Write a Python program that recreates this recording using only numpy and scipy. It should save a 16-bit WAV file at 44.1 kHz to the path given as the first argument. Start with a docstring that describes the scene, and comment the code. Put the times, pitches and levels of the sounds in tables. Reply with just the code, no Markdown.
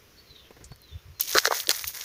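"""First a soft hiss of far foliage on a breezy hillside, with two falling calls of a small bird,
puffs of wind on the microphone and faint handling bumps. From 1.2 s a leafy branch sweeps across
the camera: stiff leaves catch and slip in a dense crackle, flick and snap, and their stalks knock
on the hollow housing."""
import sys
import numpy as np
from scipy import signal
from scipy.fft import rfft, irfft, next_fast_len
from scipy.io import wavfile
from scipy.ndimage import uniform_filter1d, map_coordinates

SR = 44100
rng = np.random.default_rng(int(sys.argv[2]) if len(sys.argv) > 2 else 0)


def persist_wave(psi):
    """Save psi, clipped to +-1, as 16-bit WAV."""
    counts = np.round(np.clip(psi, -1, 1) * 32767).astype(np.int16)
    wavfile.write(sys.argv[1], SR, np.atleast_2d(counts).T)


N = 90008
T_S = np.arange(N) / SR
TOP_HZ = 15550


def amp(db):
    """Decibels to gain."""
    return 10 ** (np.asarray(db) / 20)


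def unit(x):
    """Scale to rms 1."""
    return x / np.sqrt(np.mean(x ** 2) + 1e-20)


def noise():
    """White noise, rms 1."""
    return rng.standard_normal(N)


def wobble(knots_per_s):
    """Smooth random curve."""
    knots = rng.standard_normal(int(N * knots_per_s / SR) + 4)
    return map_coordinates(knots, [T_S * knots_per_s])


def fade(start_s, decay_s):
    """Sudden start, exponential decay."""
    age_s = T_S - start_s
    return (age_s >= 0) * np.exp(-np.abs(age_s) / decay_s)


def swell(peak_s, half_s):
    """Gaussian envelope, 1/e at half_s from the peak."""
    return np.exp(-((T_S - peak_s) / half_s) ** 2)


def filtered(x, response):
    """Zero-phase filter, gain response(hz)."""
    size = next_fast_len(N + SR // 2)
    return irfft(rfft(x, size) * response(np.fft.rfftfreq(size, 1 / SR)), size)[:N]


def coloured(x, spectrum):
    """x shaped by (f/Hz, gain/dB) points, rms 1."""
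    points_hz, db = np.transpose(spectrum)
    return unit(filtered(x, lambda hz: amp(np.interp(np.log(hz + 1), np.log(points_hz), db))))


def band(x, lo_hz, hi_hz, order):
    """Causal band-pass."""
    hi_hz = min(hi_hz, SR / 2 - 100)
    return signal.sosfilt(signal.butter(order, [lo_hz, hi_hz], "band", fs=SR, output="sos"), x)


def around(x, hz, width_oct, order):
    """Band of x centred on hz, rms 1."""
    edge_ratio = 2 ** (width_oct / 2)
    return unit(band(x, hz / edge_ratio, hz * edge_ratio, order))


def patchy(x, depth_db, bins, frames):
    """Random gain patches in frequency and time."""
    spectra = signal.stft(x, nperseg=256)[2]
    field = uniform_filter1d(rng.standard_normal(spectra.shape), bins, axis=0)
    field = uniform_filter1d(field, frames, axis=1)
    return signal.istft(spectra * amp(depth_db * unit(field)), nperseg=256)[1][:N]


# far foliage spectrum: f/Hz, gain/dB
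FOLIAGE_SPECTRUM = [(120, -3.5), (270, -7), (420, -3), (600, -8.5), (800, -15.5), (1000, -12),
                    (2200, -11.5), (3000, -13.5), (4700, -16.5), (5500, -12), (6700, -18), (7800, -30),
                    (11000, -22.5), (15400, -18.5)]

def far_foliage(start_db=-56.5, ease_db_per_s=1.5, lull_db=-2.5):
    """Different leaves hiss from moment to moment; the level eases and dips once."""
    hiss = coloured(patchy(noise(), depth_db=1.1, bins=3, frames=24), FOLIAGE_SPECTRUM)
    level_db = start_db - ease_db_per_s * T_S + lull_db * swell(peak_s=0.78, half_s=0.06)
    return amp(level_db) * hiss


# wind rumble spectrum: f/Hz, gain/dB
RUMBLE_SPECTRUM = [(20, -67), (45, 0), (70, 9.5), (100, 2.5), (150, -5.5), (300, -39), (800, -101)]
# wind puffs: peak t/s, half length/s, level/dB
WIND_PUFFS = [(0.315, 0.013, -54.5), (0.667, 0.069, -51), (0.72, 0.0088, -35), (0.95, 0.033, -40.5),
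              (1.093, 0.045, -49), (1.354, 0.0087, -44), (1.866, 0.023, -52)]

def wind(breeze_db=-65):
    """Air on the microphone: light steady rumble plus puffs."""
    puffs = sum(amp(db) * swell(peak_s, half_s) for peak_s, half_s, db in WIND_PUFFS)
    return (amp(breeze_db) + puffs) * coloured(noise(), RUMBLE_SPECTRUM)


# hand bumps: t/s, level/dB, decay/s
HAND_BUMPS = [(.507, -44.5, 0.0089), (.566, -48.5, 0.014), (0.607, -51.5, 0.034), (0.718, -41, 0.0053)]
# bump spectrum: f/Hz, gain/dB
BUMP_SPECTRUM = [(60, 7), (170, 5.5), (500, 6.5), (900, -2), (1950, -2.5), (2600, -11), (8000, -25)]

def handling():
    """Soft bumps of the hand on the camera."""
    envelope = sum(amp(db) * fade(start_s, decay_s) for start_s, db, decay_s in HAND_BUMPS)
    return envelope * coloured(noise(), BUMP_SPECTRUM)


def whistle(hz, waver=0.01076):
    """Sine of wavering pitch, rms 1."""
    pitch_hz = hz * (1 + waver * wobble(knots_per_s=150.4))
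    return np.sqrt(2) * np.sin(2 * np.pi * np.cumsum(pitch_hz) / SR)


def tree_echo(x, echo_db=-5.5, t60_s=0.32):
    """Trees scatter x into a short diffuse tail."""
    tail = noise() * amp(-60 * T_S / t60_s)
    return amp(echo_db) * signal.fftconvolve(x, tail / np.linalg.norm(tail))[:N]


# bird calls: t/s, level/dB
BIRD_CALLS = [(0.191, -53.5), (.722, -57)]
# notes per call: peak delay/s, half length/s, level re call/dB, rasp depth/dB
CALL_NOTES = [(.002, .018, -3, -4), (0.08, 0.018, -11, -0.5), (.12, 0.018, 0.5, -6),
              (0.171, 0.011, 0.5, -1), (0.205, 0.016, -2, 0), (0.264, 0.027, -17, 10)]
# level-pitched pips: t/s, length/s, f/Hz, level/dB
BIRD_PIPS = [(1.13, 0.11, 4170, -62), (1.642, 0.018, 4450, -52)]

def bird(top_hz=4415, fall_hz=1250, fall_s=0.26):
    """Raspy notes along a falling whistle, and short pips, among trees."""
    song = np.zeros(N)
    for start_s, call_db in BIRD_CALLS:
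        fall = np.clip((T_S - start_s) / fall_s, 0, 1) ** 1.6  # ever faster
        tone = whistle(top_hz - fall_hz * fall)
        for delay_s, half_s, note_db, rasp_db in CALL_NOTES:
            rasp = 1 + amp(rasp_db) * wobble(knots_per_s=1560)
            song += amp(call_db + note_db) * swell(start_s + delay_s, half_s) * rasp * tone
    for start_s, length_s, hz, db in BIRD_PIPS:
        arch = np.sin(np.pi * np.clip((T_S - start_s) / length_s, 0, 1))
        song += amp(db) * arch * whistle(hz)
    return song + tree_echo(song)


def edge_slips(slips_per_s=850, sizes=6, spread_db=2, decay_s=0.00037):
    """Leaf edges catch and slip: tiny noise bursts, one band per slip size."""
    out = np.zeros(N)
    for hz in np.geomspace(1450, 15100, sizes):
        slips = rng.random(N) < slips_per_s / sizes / SR
        strength = amp(spread_db * np.minimum(rng.exponential(size=N), np.pi))
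        envelope = signal.lfilter([1], [1, -np.exp(-1 / SR / decay_s)], slips * strength)
        out += np.sqrt(hz) * around(envelope * noise(), hz, width_oct=1.42, order=2)
    return unit(out)


# leaf friction spectrum: f/Hz, gain/dB
LEAF_SPECTRUM = [(200, -51), (400, -9), (800, -7.5), (1100, -4.5), (2050, -1), (2600, -5.5), (3250, -2.5),
                 (4800, -.5), (5600, 3), (6700, 2.5), (7500, -9), (12000, -4.5), (15300, 0)]
# slide envelopes, relative levels: t/s, mids/dB, upper mids/dB, treble/dB
SLIDE_LEVELS = [(1.197, -42.5, -32, -44), (1.216, -48.5, -28, -40), (1.229, -63, -36.5, -34.5),
                (1.256, -56.5, -40, -43), (1.304, -45.5, -33.5, -33), (1.338, -42.5, -34, -36),
                (1.37, -30, -29, -30.5), (1.391, -39.5, -24.5, -33.5), (1.405, -49, -38, -43),
                (1.44, -36, -36.5, -38.5), (1.458, -38, -26, -30.5), (1.494, -45.5, -42, -46),
                (1.517, -37.5, -39, -40), (1.549, -33.5, -29.5, -34), (1.613, -46, -35, -34.5),
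                (1.647, -49, -47.5, -49.5), (1.686, -53, -47, -44.5), (1.696, -33.5, -26.5, -30),
                (1.736, -43, -34.5, -37), (1.77, -44, -35.5, -36.5), (1.868, -54, -43, -40.5),
                (1.879, -54, -29, -23), (1.896, -48, -42, -36), (1.931, -69, -50, -51),
                (1.941, -47.5, -41, -40.5), (2.035, -47.5, -38.5, -42.5)]

def sliding_leaves(start_s=1.196, onset_s=0.0012, smooth_share=0.52, gain_db=-1.5, flutter_db=1.96):
    """Friction: dense slips over a smooth hiss, under fluttering pressure."""
    friction = np.sqrt(1 - smooth_share) * edge_slips() + np.sqrt(smooth_share) * noise()
    rub = coloured(friction, LEAF_SPECTRUM)
    times_s, *levels_db = np.transpose(SLIDE_LEVELS)
    edges_hz = [0, 2233, 8400, TOP_HZ]
    out = np.zeros(N)
    for lo_hz, hi_hz, db in zip(edges_hz, edges_hz[1:], levels_db):
        part = unit(filtered(rub, lambda hz: (hz >= lo_hz) & (hz < hi_hz)))
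        out += amp(np.interp(T_S, times_s, db)) * part
    pressure = amp(gain_db + flutter_db * wobble(knots_per_s=260))
    onset = np.clip((T_S - start_s) / onset_s, 0, 1)
    return pressure * onset * out


HIT_GAIN = np.sqrt(0.0031 * SR / N)  # tick and hit levels: energy referred to 3.1 ms
# bright ticks and cracks: t/s, decay/s, f/Hz, width/oct, level/dB
BRIGHT_TICKS = [(.642, 0.01, 6670, 0.76, -40), (.76, 0.00091, 9000, 2.7, -52),
                (.818, 0.0016, 12250, 0.54, -51), (1.199, 0.0029, 12500, 1.7, -31.5),
                (1.2088, 0.0027, 13370, 0.35, -14.5), (1.327, 0.0047, 5040, 1.2, -26),
                (1.602, 0.0003, 3780, 0.52, -25.5), (1.6715, .001, 4200, 0.82, -27.5),
                (1.6929, 0.00068, 11600, 1.6, -18.5), (1.7612, .0015, 7000, 2.3, -35),
                (1.7935, 0.00065, 3400, 1.8, -31.5), (1.8425, 0.00076, 2010, 1.56, -27)]

def bright_ticks():
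    """Short ticks and cracks: a light touch, twig ticks, leaf flicks, the top click of one stalk hit."""
    out = np.zeros(N)
    for start_s, decay_s, hz, width_oct, db in BRIGHT_TICKS:
        out += amp(db) * around(noise() * fade(start_s, decay_s), hz, width_oct, order=2)
    return HIT_GAIN * out


# housing hollows and leaf blade ring: f/Hz, width/Hz, gain/dB
RESONANCES = [(448, 39, 4), (800, 130, -1), (1185, 54, 4.5), (2350, 290, -6), (4200, 290, 8)]

def resonate(x):
    """Housing and leaf blade boost or cut narrow bands, in series."""
    for hz, width_hz, db in RESONANCES:
        x = x + (amp(db) - 1) * band(x, hz - width_hz / 2, hz + width_hz / 2, order=1)
    return x


def contact_force(start_s, decay_s, scuff_share=0.46):
    """A sharp push and a short scuff."""
    push = unit(signal.unit_impulse(N, round(start_s * SR)))
    scuff = unit(noise() * fade(start_s, decay_s))
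    return np.sqrt(1 - scuff_share) * push + np.sqrt(scuff_share) * scuff


# hits on the housing, levels before resonances:
# t/s, scuff decay/s, thud f/Hz, thud level/dB, knock f/Hz, knock level/dB, snap level/dB
STALK_HITS = [(1.3508, 0.0015, 403.5, -19.5, 1360, -20, -29.5), (1.356, 0.0033, 465, -18.5, 1350, -20, -29),
              (1.3646, 0.0018, 475, -26, 1250, -18.5, -27), (1.37, 0.0036, 485, -25.5, 1490, -17, -27),
              (1.3786, 0.0012, 680, -33, 1290, -21.5, -24.5),
              (1.3844, 0.00089, 613, -34.5, 1680, -14.5, -14), (1.4545, 0.0004, 615, -26, 1570, -15, -20),
              (1.471, 0.0013, 542, -28, 1650, -24, -25.5), (1.476, 0.0014, 620, -22.5, 1640, -26.5, -28.5),
              (1.5088, 0.0015, 604, -19.5, 1040, -21.5, -45),
              (1.5233, 0.002, 648, -21.5, 1240, -20.5, -33.5), (1.68, 0.0048, 400, -34.5, 1200, -69, -60),
              (1.6928, 0.0006, 450, -28.5, 1800, -26.5, -16), (1.7065, 0.00095, 815, -39, 1890, -37, -19),
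              (1.7127, 0.002, 607, -38.5, 1430, -30.5, -22)]

def stalk_hits(snap_hz=4740, snap_oct=0.97, splinter_db=-14):
    """Stalks and leaves strike the housing; each force drives a thud, a knock and a snap."""
    out = np.zeros(N)
    for start_s, decay_s, thud_hz, thud_db, knock_hz, knock_db, snap_db in STALK_HITS:
        force = contact_force(start_s, decay_s)
        thud = around(force, thud_hz, width_oct=0.98, order=3)
        knock = around(force, knock_hz, width_oct=0.61, order=3)
        splinter = amp(splinter_db) * around(force, snap_hz, 2 * snap_oct, order=1)
        snap = unit(around(force, snap_hz, snap_oct, order=2) + splinter)
        out += amp(thud_db) * thud + amp(knock_db) * knock + amp(snap_db) * snap
    return HIT_GAIN * resonate(out)


def scene():
    """Foreground and background at one microphone."""
    foreground = sliding_leaves() + stalk_hits() + bright_ticks()
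    background = handling() + bird() + far_foliage() + wind()
    return (foreground + background)[None]


def record(dry):
    """Soft peak limiting, then a steep low-pass at TOP_HZ."""
    limited = dry[0] / (1 + np.abs(dry[0]) ** 6) ** (1 / 6)
    return filtered(limited, lambda hz: 1 / (1 + (hz / TOP_HZ) ** 200))[None]


dry = scene()
out = record(dry)
persist_wave(out)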